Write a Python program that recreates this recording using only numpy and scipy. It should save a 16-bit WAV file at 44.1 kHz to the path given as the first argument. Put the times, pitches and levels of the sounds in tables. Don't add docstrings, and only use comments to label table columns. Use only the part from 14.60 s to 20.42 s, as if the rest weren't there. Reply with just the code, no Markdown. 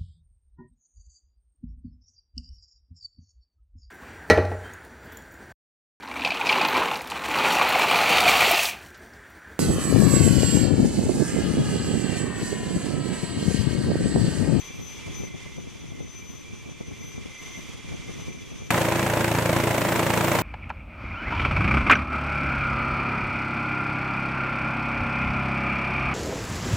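import sys
import numpy as np
from scipy import signal
from scipy.fft import rfft, irfft
from scipy.io import wavfile

SR = 44100
rng = np.random.default_rng(int(sys.argv[2]) if len(sys.argv) > 2 else 0)


def inscribe(sig):
    pcm = np.round(np.clip(np.atleast_2d(sig).T, -1, 1) * 32767)
    wavfile.write(sys.argv[1], SR, pcm.astype(np.int16))


N = 256662
TIME = np.arange(N) / SR
FREQ = np.fft.rfftfreq(N, 1 / SR)
SIDES = np.array([[1], [-1]])

CUT_S = 4.1042
FIRST_BLADE_S = 4.1051
TAIL_HZ = 84.6

# frequency in Hz, side minus mid in dB.
PAD_SIDE = [(1200, -14), (2400, -8), (4400, -6), (8000, -4)]
AIR_SIDE = [(60, 11), (150, -8), (700, -11.5), (2400, -6), (4400, -1), (8000, -6.5), (15000, -5)]
# frequency in Hz, left minus right in dB.
PAD_BALANCE = [(700, -0.5), (2400, -5), (4400, 3), (8000, 3.5), (15000, -11)]
AIR_BALANCE = [(110, -1.5), (700, 0.5), (2400, -3), (4400, 4), (8000, 4.5), (12000, -1.5)]


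def undb(db):
    return 10 ** (np.asarray(db) / 20)


def unit(x):
    return x / np.sqrt(np.mean(x ** 2))


def curves(table):
    seconds, *columns = np.transpose(table)
    return [np.interp(TIME, seconds, column) for column in columns]


def across(points):
    hz, value = np.transpose(points)
    return np.interp(np.log(FREQ + 1), np.log(hz), value)


def drift(rate_hz):
    bins = FREQ[FREQ < 4 * rate_hz]
    real, imaginary = rng.standard_normal((8192, 2))[:len(bins)].T
    spectrum = (real + 1j * imaginary) * np.exp(-(bins / rate_hz) ** 2)
    slow = unit(irfft(spectrum, 16384))
    return np.interp(TIME, np.linspace(0, TIME[-1], len(slow)), slow)


def noise(gain, side, balance):
    mid, wide = rfft(rng.standard_normal((2, N)))
    both = mid + SIDES * wide * undb(across(side))
    both = both * undb(SIDES * across(balance) / 2)
    return unit(irfft(gain * both, N))


def ring(pulses, spectrum):
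    cepstrum = irfft(np.log(undb(across(spectrum))), N)
    cepstrum[1:N // 2] *= 2
    cepstrum[N // 2 + 1:] = 0
    return irfft(rfft(pulses) * np.exp(rfft(cepstrum)), N)


def impulses(times, sizes):
    return np.bincount(np.maximum(times * SR, 0).astype(int), sizes, N)[:N]


def swell(age, rise_s, fall_s):
    return np.exp(np.minimum(age, 0) / rise_s - np.maximum(age, 0) / fall_s)


def cycle(hz):
    return 2 * np.pi * np.cumsum(hz) / SR


def wind():
    # time in seconds, level in dB before lulls and flutter.
    breeze_level = [(0.3, -42), (1.3, -44), (2.2, -42), (3.4, -40.5), (4.05, -41.5)]
    # start of the fall in seconds, reference level in dB for the blow and its gust.
    buffets = [(0.105, -37.5), (0.197, -34.5), (0.479, -33), (0.596, -34), (0.637, -30.5), (0.745, -34),
               (0.862, -36.5), (0.985, -32.5), (1.072, -37), (1.241, -36), (1.321, -35), (1.406, -31.5),
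               (2.09, -37.5), (2.209, -29.5), (2.314, -34), (2.581, -33), (2.66, -37), (2.99, -37),
               (3.325, -33.5), (3.495, -32), (3.596, -33.5), (3.685, -33), (3.75, -44), (3.917, -38),
               (4.022, -35)]
    lulls_s = [0.035, 2.2, 2.77]
    # frequency in Hz, relative dB per Hz.
    breeze_colour = [(25, -21), (60, -0.5), (130, 0.5), (250, -5), (420, -10), (650, -20.5), (1200, -29),
                     (4000, -60)]
    blow_colour = [(40, -18), (150, 6.5), (400, -1), (750, -9.5), (1500, -22), (3000, -45), (9000, -80)]
    opposed, balance = [(400, 8.7), (1000, 2.5)], [(60, 0.45), (300, 1.67)]
    lull_db, lull_s = -10, 0.043

    breeze_db, = curves(breeze_level)
    lull = sum(np.exp(-((TIME - s) / lull_s) ** 2) for s in lulls_s)
    gusts = sum(undb(db - 4.5) * swell(TIME - s, rise_s=0.041, fall_s=0.036) for s, db in buffets)
    blows = sum(undb(db + 3) * swell(TIME - s, rise_s=0.004, fall_s=0.0076) for s, db in buffets)
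    flow = np.hypot(undb(breeze_db), gusts)
    flow = flow * undb(lull_db * lull + 2.6 * drift(42))
    breeze = flow * noise(undb(across(breeze_colour)), opposed, balance)
    return breeze + blows * noise(undb(across(blow_colour)), opposed, balance)


def turbine():
    # time in seconds, reference level in dB.
    carry = [(0.0, -47.5), (0.18, -50), (0.58, -47.5), (0.72, -53.5), (0.8, -49), (1.04, -54), (1.18, -52),
             (1.32, -54), (1.52, -53.5), (2.2, -53.5), (2.44, -52), (2.8, -50), (2.88, -48), (3.24, -49.5),
             (3.48, -49.5), (3.66, -48.5), (3.72, -52.0), (4.06, -52)]
    # time in seconds, reference level in dB.
    low_gear = [(0.0, -54), (0.2, -63), (0.88, -50.5), (1.1, -64.0), (1.34, -56), (2.08, -70),
                (2.24, -55.5), (2.58, -57), (2.96, -49), (3.1, -55), (3.6, -54.5), (4.06, -65)]
    high_gear = [(0.0, -53), (0.18, -51.5), (0.24, -60), (0.44, -50.5), (1.4, -63.5), (1.62, -56.0),
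                 (1.78, -67), (1.84, -55.5), (4.06, -55)]
    # frequency in Hz, half-width in Hz, dB relative to the group's level.
    whine = [
        [(2078, 40, 1.5)],
        [(2348, 24, 2.5), (2597, 18, -8.5)],
        [(3323, 77, -6.5), (3490, 39, -21), (3540, 51, -10.5)],
    ]
    # frequency in Hz, relative dB per Hz.
    hiss_colour = [(400, 5), (700, -3), (1100, 4), (1600, -3.5), (2200, 3.5), (3000, 3), (3550, 1),
                   (4150, -5.5), (5200, -3.5), (6800, -2), (7500, -9), (10500, -14.5), (13500, -27),
                   (15500, -55)]

    (carry_db,), (low_db,), (high_db,) = curves(carry), curves(low_gear), curves(high_gear)
    hiss = noise(undb(across(hiss_colour)), PAD_SIDE, PAD_BALANCE)
    out = hiss * undb(carry_db + 3 + 1.0 * drift(33))
    for tones, level_db in zip(whine, (low_db, high_db, carry_db)):
        for hz, width_hz, db in tones:
            tone = noise(1 / (1 + ((FREQ - hz) / width_hz) ** 2), PAD_SIDE, PAD_BALANCE)
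            out = out + tone * undb(level_db + db + 0.5 * drift(6.8))
    return out


def compressor():
    # time in seconds, level in dB before trim and fading.
    whistle_level = [(0, -49), (0.2, -56), (0.31, -47), (0.45, -61.5), (0.6, -46.5), (0.72, -59),
                     (1.15, -63), (1.48, -60), (1.59, -52), (1.98, -61.5), (2.35, -60), (2.49, -50),
                     (2.66, -74), (2.78, -56.5), (3.0, -52), (3.14, -65), (3.45, -59.5), (3.62, -53.5),
                     (3.72, -59.5), (4.05, -61.5)]
    # time in seconds, left minus right in dB before fading.
    whistle_pan = [(0, 11), (1.2, 10.5), (3.0, 8), (3.3, -3), (3.8, 13)]
    whistle_hz = 6081

    (level_db,), (pan_db,) = curves(whistle_level), curves(whistle_pan)
    phase = cycle(whistle_hz + 4 * drift(47.0))
    phase = phase + 0.21 * np.array([drift(19), drift(22)])
    flutter = undb(2.4 * np.array([drift(25), drift(25)]))
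    fade_db = 1.5 * np.array([drift(6.5), drift(13)])
    tone = unit(np.sin(phase) * flutter)
    tone = tone * undb(1.5 + fade_db + SIDES * pan_db / 2)
    octave = np.sin(2 * phase) * undb(-13 + 2 * drift(7)) * flutter[::-1]
    skirt = noise(1 / np.hypot(1, (FREQ - whistle_hz) / 35) ** 1.4, PAD_SIDE, PAD_BALANCE)
    return (tone + octave) * undb(level_db) + undb(-60.0) * skirt


def downwash(roar_db):
    # frequency in Hz, relative dB per Hz.
    wash_colour = [(25, -21), (190, 4), (400, -4), (600, -0.5), (740, -4.5), (980, 0.5), (1200, -7.5),
                   (2200, -9.5), (3600, -18), (4800, -24.5), (8300, -21), (10200, -26.5), (12000, -20.5),
                   (13800, -29), (15500, -27)]
    chop = 1 + 0.15 * np.cos(2 * np.pi * TAIL_HZ * TIME)
    above_thump = 1 / np.hypot(1, (110 / (FREQ + 1)) ** 2)
    wash = noise(undb(across(wash_colour)) * above_thump, AIR_SIDE, AIR_BALANCE)
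    return wash * chop * undb(roar_db - 1.0 + 1.12 * drift(190))


def high_whistle(whistle_db):
    band = noise(1 / (1 + ((FREQ - 14650) / 200) ** 2), AIR_SIDE, AIR_BALANCE)
    return band * undb(whistle_db - 1.5 + 2.5 * drift(40))


def tail_rotor():
    # multiple of the tail blade rate, average level in dB.
    harmonics = [(2, -38), (3, -43.5), (4, -34.5), (5, -42)]
    phase = cycle(TAIL_HZ + .15 * drift(4.5))
    buzz = sum(undb(db + 0.25 * drift(25.0)) * np.cos(round(k) * phase) for k, db in harmonics)
    gear_tones = [(532, -43.5), (619, -40)]  # Hz, dB
    gears = sum(undb(db) * np.cos(cycle(hz + 3 * drift(11.9))) for hz, db in gear_tones)
    return np.sqrt(2) * (buzz + gears)


def first_beat():
    colour = [(100, 7.5), (500, 4), (2800, -1.5), (5000, -15), (8000, -10.5), (15000, -20)]
    burst = noise(undb(across(colour)), AIR_SIDE, AIR_BALANCE)
    return burst * undb(-13.0) * swell(TIME - FIRST_BLADE_S, rise_s=0.00063, fall_s=0.0072)


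def main_rotor(roar_db, thump_db):
    # frequency in Hz, relative dB per Hz.
    thump_colour = [(8, -61), (28, -9), (56, -4), (84, 1.5), (112, 11), (140, 7.5), (170, 0.5), (220, -5),
                    (280, -3.5), (335, 2), (400, -17), (570, -5), (740, -13.5), (900, -14.5), (1300, -33),
                    (3000, -51)]
    swish_colour = [(40, -40), (150, -19.5), (550, 9.5), (1000, -1), (1250, -2), (2300, -2), (3700, -14.5),
                    (5000, -16.5), (7500, -14.5), (10000, -21.5), (15000, -36)]
    crack_colour = [(25, -47), (100, -25), (700, -0.5), (2200, -7), (4500, -23.5), (7500, -20.5),
                    (14000, -38)]
    blade_hz = 27.945

    passes = FIRST_BLADE_S + np.arange(int((N / SR - CUT_S) * blade_hz) + 1) / blade_hz
    chance = rng.standard_normal((len(passes), 7)).T
    share = np.sqrt(1 - CUT_S * SR / N)

    pulses = impulses(passes + .0001 * chance[0], undb(.7 * chance[1]))
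    thump = -ring(pulses, thump_colour)
    first, second = 1 + .45 * np.tanh(chance[[3, 5]])
    strikes = impulses(passes + .0007 + .0003 * chance[2], first)
    strikes = strikes + impulses(passes + .0038 + .0007 * chance[4], undb(-1.5) * second)
    crack = -ring(strikes, crack_colour)
    age = ((TIME - FIRST_BLADE_S - .0035) * blade_hz + .5) % 1 - .5
    force_db = np.interp(TIME, passes, 1.3 * chance[6])
    gate = unit(swell(age / blade_hz, rise_s=.003, fall_s=.0065)) * undb(force_db)
    swish = gate * noise(undb(across(swish_colour)), AIR_SIDE, AIR_BALANCE)

    crack = undb(-10.0 + 2 * (TIME - CUT_S)) * share * unit(crack)
    slap = undb(roar_db) * (undb(-3.5) * swish + crack)
    return slap + share * unit(thump) * undb(thump_db - 1.2 + SIDES * .5)


def overhead():
    # time in seconds, roar in dB, thump in dB, whistle in dB.
    flight = [(4.14, -23.5, -27.5, -48), (4.274, -25.5, -27.5, -56), (5.106, -26, -25.5, -47),
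              (5.156, -26, -30, -46), (5.8, -24.5, -27.5, -42)]
    roar_db, thump_db, whistle_db = curves(flight)
    air = downwash(roar_db) + high_whistle(whistle_db)
    return air + tail_rotor() + first_beat() + main_rotor(roar_db, thump_db)


def scene():
    flying = np.clip((TIME - CUT_S) / .001, 0, 1)
    pad = wind() + turbine() + compressor()
    return (1 - flying) * pad + flying * overhead()


def record(dry):
    low_pass = signal.ellip(10, .2, 80, 15750, fs=SR, output="sos")
    return signal.sosfilt(low_pass, dry)


dry = scene()
out = record(dry)
inscribe(out)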